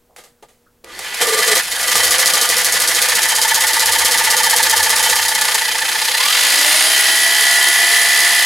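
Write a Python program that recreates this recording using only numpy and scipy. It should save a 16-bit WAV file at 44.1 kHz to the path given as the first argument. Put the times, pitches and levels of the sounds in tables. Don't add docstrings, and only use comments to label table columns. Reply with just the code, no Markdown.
import sys
import numpy as np
from scipy import signal
from scipy.fft import rfft, irfft
from scipy.io import wavfile
from scipy.ndimage import uniform_filter1d

SR = 44100
rng = np.random.default_rng(int(sys.argv[2]) if len(sys.argv) > 2 else 0)


def unload_audio(sound):
    columns = np.transpose(np.atleast_2d(sound))
    steps = np.round(np.clip(columns, -1, 1) * 32767)
    wavfile.write(sys.argv[1], SR, steps.astype(np.int16))


N = 372644
TIME = np.arange(N) / SR


def amp(db):
    return 10 ** (np.asarray(db) / 20)


def unit(x):
    return x / np.sqrt(np.mean(x ** 2) + 1e-20)


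def curve(rows, axis=1, at=TIME):
    rows = np.asarray(rows, float)
    return np.interp(at, rows[:, 0], rows[:, axis])


def read(points, hz):
    f, value = np.transpose(points)
    return np.interp(np.log(hz + 1), np.log(f + 1), value)


def drift(rate_hz):
    hz = np.fft.rfftfreq(N, 1 / SR)
    spectrum = rfft(rng.standard_normal(N)) * np.exp(-(hz / rate_hz) ** 2)
    return unit(irfft(spectrum, N))


def body(x, spectrum, modes=(), ring_db=0, size=8192):
    hz = np.fft.rfftfreq(size, 1 / SR)
    power = amp(read(spectrum, hz)) ** 2
    for f, width_hz, db in modes:
        power = power + amp(db + ring_db) ** 2 / (1 + ((hz - f) / width_hz) ** 2) ** 2
    log_gain = np.log(np.r_[power, power[-2:0:-1]] + 1e-10) / 2
    response = np.exp(np.conj(signal.hilbert(log_gain)))
    impulse = np.fft.ifft(response).real[:size // 2]
    return signal.oaconvolve(x, impulse / np.linalg.norm(impulse))[:N]


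def grit(per_s, spread_db, share):
    sizes = amp(spread_db * np.minimum(rng.exponential(1, N), 4))
    hits = rng.random(N) < per_s / SR
    ticks = sizes * rng.choice([-1, 1], N) * hits
    share = np.clip(share, 0, 1)
    return np.sqrt(share) * unit(ticks) + np.sqrt(1 - share) * rng.standard_normal(N)


def spell(start_s, length_s, db, fade_s):
    to_edge_s = np.minimum(TIME - start_s, start_s + length_s - TIME)
    return amp(db) * np.clip(.5 + to_edge_s / fade_s, 0, 1)


def hump(turns, at, width):
    offset = (turns - at + .5) % 1 - .5
    return np.exp(-.5 * (offset / width) ** 2)


# time in s, strokes per s (until the trigger is pressed home).
SPEED = [(0.84, 6.01), (1.15, 7.21), (1.59, 12.8), (1.91, 12.16), (2.06, 13.37), (2.57, 12.77), (2.8, 13.0),
         (3.01, 14.6), (3.59, 15.92), (4.22, 15.73), (4.6, 15.04), (5.01, 15.08), (5.21, 16.16),
         (5.43, 15.03), (5.88, 14.71), (6.19, 16.56)]
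PRESS_AT_S, RUN_UP_S, FULL_RATE_PER_S = 6.18, .36, 34.8


def crank():
    running = TIME > SPEED[0][0]
    lag = np.exp(-np.maximum(TIME - PRESS_AT_S, 0) / RUN_UP_S)
    rate = FULL_RATE_PER_S + (curve(SPEED) - FULL_RATE_PER_S) * lag
    turns = .002 + np.cumsum(rate * running) / SR
    return rate, turns, running


# time in s, relative bite (0 = blade slides freely both ways).
BITE = [(1.5, 0.22), (1.58, 0.42), (1.7, 0.15), (2.0, 0.43), (4.3, 0.54), (5.15, 0.38), (5.3, 0.3),
        (5.56, .02)]
# share of the stroke, blade in dB,
# gear case in dB, gear load in dB.
CUT = [(0, 4, -18, -22), (.06, -1.5, 0, -22), (.13, 0.5, -1, -12), (.3, -0.5, 4.5, -20), (.44, -6.5, 7, 5),
       (.55, -4.5, 5.5, 12), (.68, -9.5, 1.5, 6), (.82, -13.5, -1.5, 18), (.96, -9.5, -3, 16)]


def stroke(turns, axis, slide_db):
    bite = np.clip(1.3 * curve(BITE), 0, 1)
    touching = np.clip((TIME - 1.17) / 0.059, 0, 1)
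    force = amp(bite * curve(CUT, axis, turns % 1) + (1 - bite) * touching * slide_db)
    return force / np.sqrt(uniform_filter1d(force ** 2, size=11025))


def slap(turns, rate, decay_s):
    catch = np.interp(rate, [13, 16], [1.2, .65])
    age_s = (turns % 1) / rate
    return catch * np.exp(-age_s / decay_s) * np.clip(curve(BITE), 0, 1)


# time in s, force in dB (weighted by each part).
FEED = [(1.203, 0), (1.212, 7.5), (1.3, 4), (1.58, 4), (1.64, -8), (1.8, -1.5), (1.96, 3), (3.4, -1.5),
        (4.3, 0), (5.1, 0.5), (5.3, -3.5), (5.5, 0), (5.65, -3.5), (6.0, -3), (6.45, -4), (7.2, -8)]
CUT_RATE_PER_S, WAKE_S = 15, 0.092


def work(rate, db, feed_share, octave_db, start_db):
    waking = np.exp(-np.maximum(TIME - SPEED[0][0], 0) / WAKE_S)
    speed_db = octave_db * np.log2(rate / CUT_RATE_PER_S)
    return amp(db + feed_share * curve(FEED) + speed_db + start_db * waking)


def repeating(noise, rate, turns, share, count):
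    lines = amp(2 * rng.standard_normal(count)) * np.exp(2j * np.pi * rng.random(count))
    one_turn = unit(irfft(np.r_[0, lines], count * 20))
    comb = np.interp(turns % 1, np.arange(len(one_turn)) / len(one_turn), one_turn)
    comb = comb * np.sqrt(2 * count * rate / SR)
    low_pass = signal.butter(2, count * rate.max(), fs=SR, output="sos")
    low = signal.sosfiltfilt(low_pass, noise)
    steady = np.clip(share, 0, 1) * np.interp(rate, [17, 28], [0, 1])
    return noise + (np.sqrt(1 - steady) - 1) * low + np.sqrt(steady) * comb


# frequency in Hz, relative level in dB.
HUM = [(241, -72.5), (480, -70)]
# frequency in Hz, relative density in dB per Hz.
AIR = [(20, 5.5), (400, -4), (3000, -18), (15000, -18)]


def shop_air():
    hum = sum(amp(db + 5.5) * np.sin(2 * np.pi * (hz * TIME + rng.random())) for hz, db in HUM)
    shared, left, right = (body(rng.standard_normal(N), AIR) for _ in range(3))
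    return hum + amp(-59.5) * (shared + 0.17 * np.array([left, right]))


# start in s, pitch in Hz, level in dB, ring time (T60) in s.
TAPS = [(.09, 678, -48, 0.29), (.424, 680, -26.5, 0.069), (.66, 1400, -46, 0.12)]


def taps():
    out = np.zeros(N)
    for s, hz, db, t60_s in TAPS:
        age_s = np.maximum(TIME - s, 0)
        envelope = np.minimum(age_s / 0.012, 1) * amp(db - 60 * age_s / t60_s)
        out += envelope * np.sin(2 * np.pi * hz * age_s + 2.0 * drift(180))
    return out


# start in s, relative treble in dB, relative body in dB,
# ring time (T60) in s.
KNOCKS = [(0.162, -46, -52, 0.24), (.163, -42, -51, 0.0055), (0.183, -54, -44, 0.21),
          (0.237, -51, -56, 0.24), (0.425, -52, -41, 0.12), (.485, -59, -59, 0.37),
          (0.844, -35.5, -38, 0.016), (0.991, -28.5, -28, 0.044), (1.143, -23, -43, 0.041),
          (1.213, -17, -25, 0.2), (1.555, -23, -42, 0.07), (1.954, -14, -16, 0.034)]
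# frequency in Hz, relative density in dB per Hz.
BLADE = [(1760, -32.5), (3000, -5.5), (4760, 3), (6300, -1), (10700, 1.5), (13600, -7), (16000, -16.5)]
CASE = [(350, -57.5), (600, -10.5), (683, -8), (850, -3.5), (1290, -5.5), (1950, 0), (2550, -5.5),
        (3170, -3), (6500, -12), (8450, -14.5), (14300, -120)]
PLATE = [(76, -59), (130, -8), (193, -15), (258, -39), (334, -12), (375, 1), (487, 2), (597, -2), (850, -4),
         (1150, -88)]
# frequency in Hz, width in Hz, relative level in dB.
PLATE_MODES = [(195, 22, -13), (337.4, 19, -8), (490, 38, 1), (532, 7.7, 2.5), (679, 29, -1),
               (1196, 34, 3.5)]


def knocks():
    bright, dull = np.zeros((2, N))
    for s, treble_db, body_db, t60_s in KNOCKS:
        fade = (TIME >= s) * amp(-60 * np.maximum(TIME - s, 0) / t60_s)
        bright += amp(treble_db) * fade
        dull += amp(body_db) * fade
    scrape = grit(2900, 3.2, share=0.13)
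    tick = 1.5 * body(scrape * bright, BLADE)
    housing = body(scrape * (1.1 * bright + .5 * dull), CASE)
    return tick + housing + body(scrape * dull, PLATE, PLATE_MODES, ring_db=-3.0)


# frequency in Hz, width in Hz, relative level in dB.
SHELL_MODES = [(1673, 100, 6), (2034, 19, 1), (2476, 180, 8), (3450, 140, 1), (4420, 86, 1.5)]


def brushes(rate, turns, running):
    whir = np.zeros(N)
    for hz, width_hz, db in SHELL_MODES:
        level = amp(db + 3.4 * drift(6.6))
        peak = signal.iirpeak(hz, hz / width_hz, SR)
        whir += level * unit(signal.lfilter(*peak, grit(3200, 0.65, share=0.32)))
    gain = work(rate, db=-31.5, feed_share=0, octave_db=-1.0, start_db=-31)
    return running * gain * unit(whir)


# frequency in Hz, width in Hz, relative level in dB.
CASE_MODES = [(1445, 6.2, 0.5), (1723, 24, -1.5), (1799, 13.4, -1), (1971, 26, 3.5), (2164, 39, -5.5),
              (3107, 17, -1)]


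def gear_case(rate, turns, running):
    slide_db = np.interp(rate, [15, 30], [5.5, 1.6]) * np.cos(4 * np.pi * (turns - .13))
    force = stroke(turns, axis=2, slide_db=slide_db) * amp(1.4 * drift(177))
    force = force * (1 + 1.0 * slap(turns, rate, decay_s=.002))
    jolts = repeating(grit(2500, 3, share=.25), rate, turns, share=.7, count=100)
    clatter = body(force * jolts, CASE, CASE_MODES, ring_db=7.5)
    band = signal.butter(1, [2600, 4600], "bandpass", fs=SR, output="sos")
    edge = signal.sosfilt(band, clatter)
    clatter = clatter + np.interp(rate, [16, 24, 35], [0, .45, .2]) * edge
    return running * work(rate, db=-19, feed_share=0.99, octave_db=7, start_db=-29) * clatter


# multiple of the stroke rate, level in dB
SIDE_TONES = [(50, -1), (52, 2), (55, -0.5), (56, 0), (58, 2.5)]
# strokes per s, level in dB before the feed force is added.
GEAR_RESPONSE = [(7, -47), (12, -42), (16, -30.5), (18, -20), (22, -21), (26, -40), (31, -47), (33, -24),
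                 (34.3, -20), (34.8, -19.5)]
GEAR_TEETH = 57


def gears(rate, turns, running):
    strain = np.clip(2 * (1 - rate / FULL_RATE_PER_S), 0, 1)
    mesh = 2 * np.pi * GEAR_TEETH * turns + 1.3 * strain * drift(70)
    overtone = np.interp(rate, [11, 14, 24], [.1, 1.9, 0])
    tone = np.sin(mesh) + overtone * np.sin(2 * mesh + 0.93 * drift(92))
    for order, db in SIDE_TONES:
        angle = 2 * np.pi * (order * turns + rng.random()) + .6 * drift(5)
        tone += amp(db) * (rate / rate.max()) ** 4 * np.sin(angle)
    slide_db = 4.4 * strain * np.cos(2 * np.pi * (turns - .16))
    tone = tone * stroke(turns, axis=3, slide_db=slide_db) * amp(0.91 * drift(85))
    ring = signal.lfilter(*signal.iirpeak(1972, 24, SR), tone)
    gain = amp(curve(GEAR_RESPONSE, at=rate) + .5 * curve(FEED))
    return running * gain * (0.89 * tone + 0.47 * ring)


WHINE_ORDER = 303.5


def motor(rate, turns, running):
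    angle = 2 * np.pi * WHINE_ORDER * turns + 0.7 * drift(70) + 0.58 * np.sin(2 * np.pi * turns)
    whine_db = np.interp(rate, [28.4, 30.3, 33.2, 34.5], [-63, -18.0, -20.5, -24.0])
    hum = amp(np.interp(rate, [29, 33], [-57, -64])) * np.sin(2 * np.pi * 60 * TIME)
    return running * (amp(whine_db + 2 * drift(25)) * np.sin(angle) + hum)


# multiple of the stroke rate, mean level in dB
# from 29 strokes per s up.
DRONE = [(6, -56.5), (9, -54), (10, -44.5), (11, -49.5), (13, -44), (20, -38), (25, -38), (29, -36)]


def drone(rate, turns, running):
    unsteady = .4 * (FULL_RATE_PER_S / rate) ** 3
    lines = np.zeros(N)
    for order, db in DRONE:
        level = amp(db + 4.3 * drift(30))
        angle = 2 * np.pi * (order * turns + rng.random()) + unsteady * drift(44.6)
        lines += level * np.sin(angle)
    return running * amp(np.interp(rate, [20, 29], [-16, 0])) * lines


# frequency in Hz, relative density in dB per Hz.
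BENCH = [(15, -17), (45, -3), (68, -15), (84, 16), (125, -45), (300, -75)]
# start in s, length in s, level in dB.
SNAGS = [(1.974, .21, -46), (3.855, 0.22, -45), (4.56, 0.71, -48)]
SNAG_FADE_S = 0.054


def plate(rate, turns, running):
    force = amp(2 * np.cos(2 * np.pi * (turns - .15))) + 2.0 * slap(turns, rate, decay_s=0.0062)
    jolts = repeating(grit(700, 3, share=.5), rate, turns, share=.72, count=40)
    shudder = body(unit(force * jolts), PLATE, PLATE_MODES, ring_db=24)
    push = unit(np.diff(slap(turns, rate, decay_s=0.0012), prepend=0))
    thud = body(push + 0.35 * rng.standard_normal(N), BENCH, [(196.0, 55, -13.5)])
    shaking = work(rate, db=-31.0, feed_share=1.73, octave_db=4.0, start_db=-1) * amp(1.8 * curve(BITE))
    shaking = shaking * np.where(TIME > FEED[0][0], 1, .35)
    booming = work(rate, db=-65.5, feed_share=0.46, octave_db=11, start_db=-1) * amp(29.0 * curve(BITE))
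    booming = booming + sum(spell(*snag, fade_s=SNAG_FADE_S) for snag in SNAGS)
    return running * (shaking * shudder + booming * thud)


# start in s, level in dB.
CATCHES = [(1.714, -27), (1.916, -16), (5.282, -18), (5.412, -16), (5.544, -15)]
CATCH_T60_S = 0.052
# frequency in Hz, width in Hz, relative level in dB.
STEEL_MODES = [(4680, 97, -6), (6520, 110, 2.5), (6890, 85, 1.5)]


def blade(rate, turns, running):
    slide_db = np.interp(rate, [15, 30], [2.6, 1.8]) * np.cos(4 * np.pi * (turns - .13))
    force = stroke(turns, axis=1, slide_db=slide_db) * amp(1.92 * drift(390))
    force = force * (1 + 1.1 * slap(turns, rate, decay_s=.0018))
    brushing = np.clip(1 - 2 * curve(BITE), 0, 1)
    force = force * amp(-3 * brushing * (CUT_RATE_PER_S / rate) ** 2)
    force = force * running * work(rate, db=-17.0, feed_share=0.88, octave_db=6.0, start_db=-25)
    for s, db in CATCHES:
        force = force + (TIME >= s) * amp(db - 60 * np.maximum(TIME - s, 0) / CATCH_T60_S)
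    return body(force * grit(5000, 2.3, share=0.67), BLADE, STEEL_MODES)


# start in s, level in dB.
SKIDS = [(1.212, -24), (1.277, -18.5), (1.322, -15.5), (1.374, -19.5), (1.47, -20), (1.511, -17)]
# frequency in Hz, width in Hz, relative level in dB.
SKID_MODES = [(1985, 27, 6), (4120, 70, -2), (7350, 50, -3), (8160, 60, 2), (12200, 70, -12)]
SKID_S, SKID_FADE_S, GROWL_HZ = 0.03, 0.015, 440


def judder(rate, turns, running):
    angle = 2 * np.pi * GROWL_HZ * TIME + 0.96 * drift(35)
    force = sum(spell(s, SKID_S, db, SKID_FADE_S) for s, db in SKIDS)
    hops = unit(amp(4.4 * np.cos(angle)) * grit(2500, 1.7, share=.5))
    return force * np.sin(angle) + amp(-2.5) * body(force * hops, BLADE, SKID_MODES, ring_db=23)


# frequency in Hz, width in Hz, relative level in dB.
BLADE_MODES = [(2790, 480, 0.5), (3480, 230, 3.5), (4095, 130, 5), (4780, 210, 4)]
# strokes per s, relative level in dB.
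CHATTER_RESPONSE = [(11, -62), (15, -20.5), (17, -15), (23, -16), (35, -21.5)]


def chatter(rate, turns, running):
    loose = (1 - np.clip(curve(BITE), 0, 1)) ** 2 * (TIME > SKIDS[0][0])
    humps = amp(np.interp(rate, [15, 30], [8, 2]) * (np.cos(4 * np.pi * (turns - .15)) - 1.0))
    rattle = body(humps * grit(2000, 3.3, share=0.29), BLADE, BLADE_MODES, ring_db=25)
    return running * loose * amp(curve(CHATTER_RESPONSE, at=rate)) * rattle


def squeak(rate, turns, running):
    loose = 1 - np.clip(2 * curve(BITE), 0, 1)
    rub = hump(turns, 0.89, 0.019) + loose * hump(turns, 0.56, 0.017)
    hz = 10400 + 350 * drift(140)
    tone = np.sin(2 * np.pi * np.cumsum(hz) / SR)
    return (TIME > SKIDS[-1][0]) * rub * amp(np.interp(rate, [15, 28], [-19, -29])) * tone


# time in s, mean level in dB before the swell.
BEATS = [(3.1, -27), (3.45, -15), (4.0, -18.5), (4.6, -14.5), (5.4, -19.5), (6.3, -23)]
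BEAT_HZ, BEAT_SAG_HZ = 885, 16


def beats(rate, turns, running):
    cutting = np.clip(2 * curve(BITE), 0, 1)
    late, early = hump(turns, .645, .075), hump(turns, .16, .075)
    swell = np.tanh(2.2 * (cutting * late + (1 - cutting) * early))
    hz = BEAT_HZ - BEAT_SAG_HZ * np.sin(4 * np.pi * (turns - .15))
    angle = 2 * np.pi * np.cumsum(hz) / SR
    tone = np.sin(angle) + (1.25 - 0.47 * cutting) * np.sin(2 * angle + 0.76 * drift(90))
    sounding = (TIME > BEATS[0][0]) & (TIME < BEATS[-1][0])
    return sounding * amp(curve(BEATS) + drift(25)) * swell * tone


# frequency in Hz, T60 in s.
ROOM = [(150, 0.008), (1000, 0.19), (5000, 0.094)]


def workshop(x, wet_db, bass_wet_db):
    t = np.arange(SR // 3) / SR
    scatter = rng.standard_normal((2, len(t))) * (t > .002)
    hz, at_s, z = signal.stft(scatter, SR, nperseg=256)
    z = z * amp(-60 * at_s / read(ROOM, hz)[:, None])
    tail = signal.istft(z, SR, nperseg=256)[1]
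    tail = tail / np.linalg.norm(tail, axis=1, keepdims=True)
    hz = np.fft.rfftfreq(tail.shape[1], 1 / SR)
    wet_points = [(60, bass_wet_db - 75), (300, bass_wet_db), (1900, bass_wet_db + 2.0), (2800, wet_db)]
    tail = irfft(rfft(tail) * amp(read(wet_points, hz)), tail.shape[1])
    return x + signal.fftconvolve(x[None], tail, axes=1)[:, :N]


def scene():
    motion = crank()
    strokes = plate(*motion) + blade(*motion) + judder(*motion)
    strokes = strokes + chatter(*motion) + squeak(*motion) + beats(*motion)
    contacts = taps() + knocks()
    machine = brushes(*motion) + gear_case(*motion) + gears(*motion) + motor(*motion) + drone(*motion)
    sound = sum(workshop(part, wet_db=-8, bass_wet_db=-18.0) for part in (strokes + contacts, machine))
    return sound * amp([[-.5], [.1]]) + shop_air()


EDGE_HZ = 16000


def record(dry):
    rounded = dry / (1 + (dry / .95) ** 6) ** (1 / 6)
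    low_pass = signal.firwin(401, EDGE_HZ, window=("kaiser", 9), fs=SR)
    return signal.oaconvolve(rounded, low_pass[None], "same")


dry = scene()
out = record(dry)
unload_audio(out)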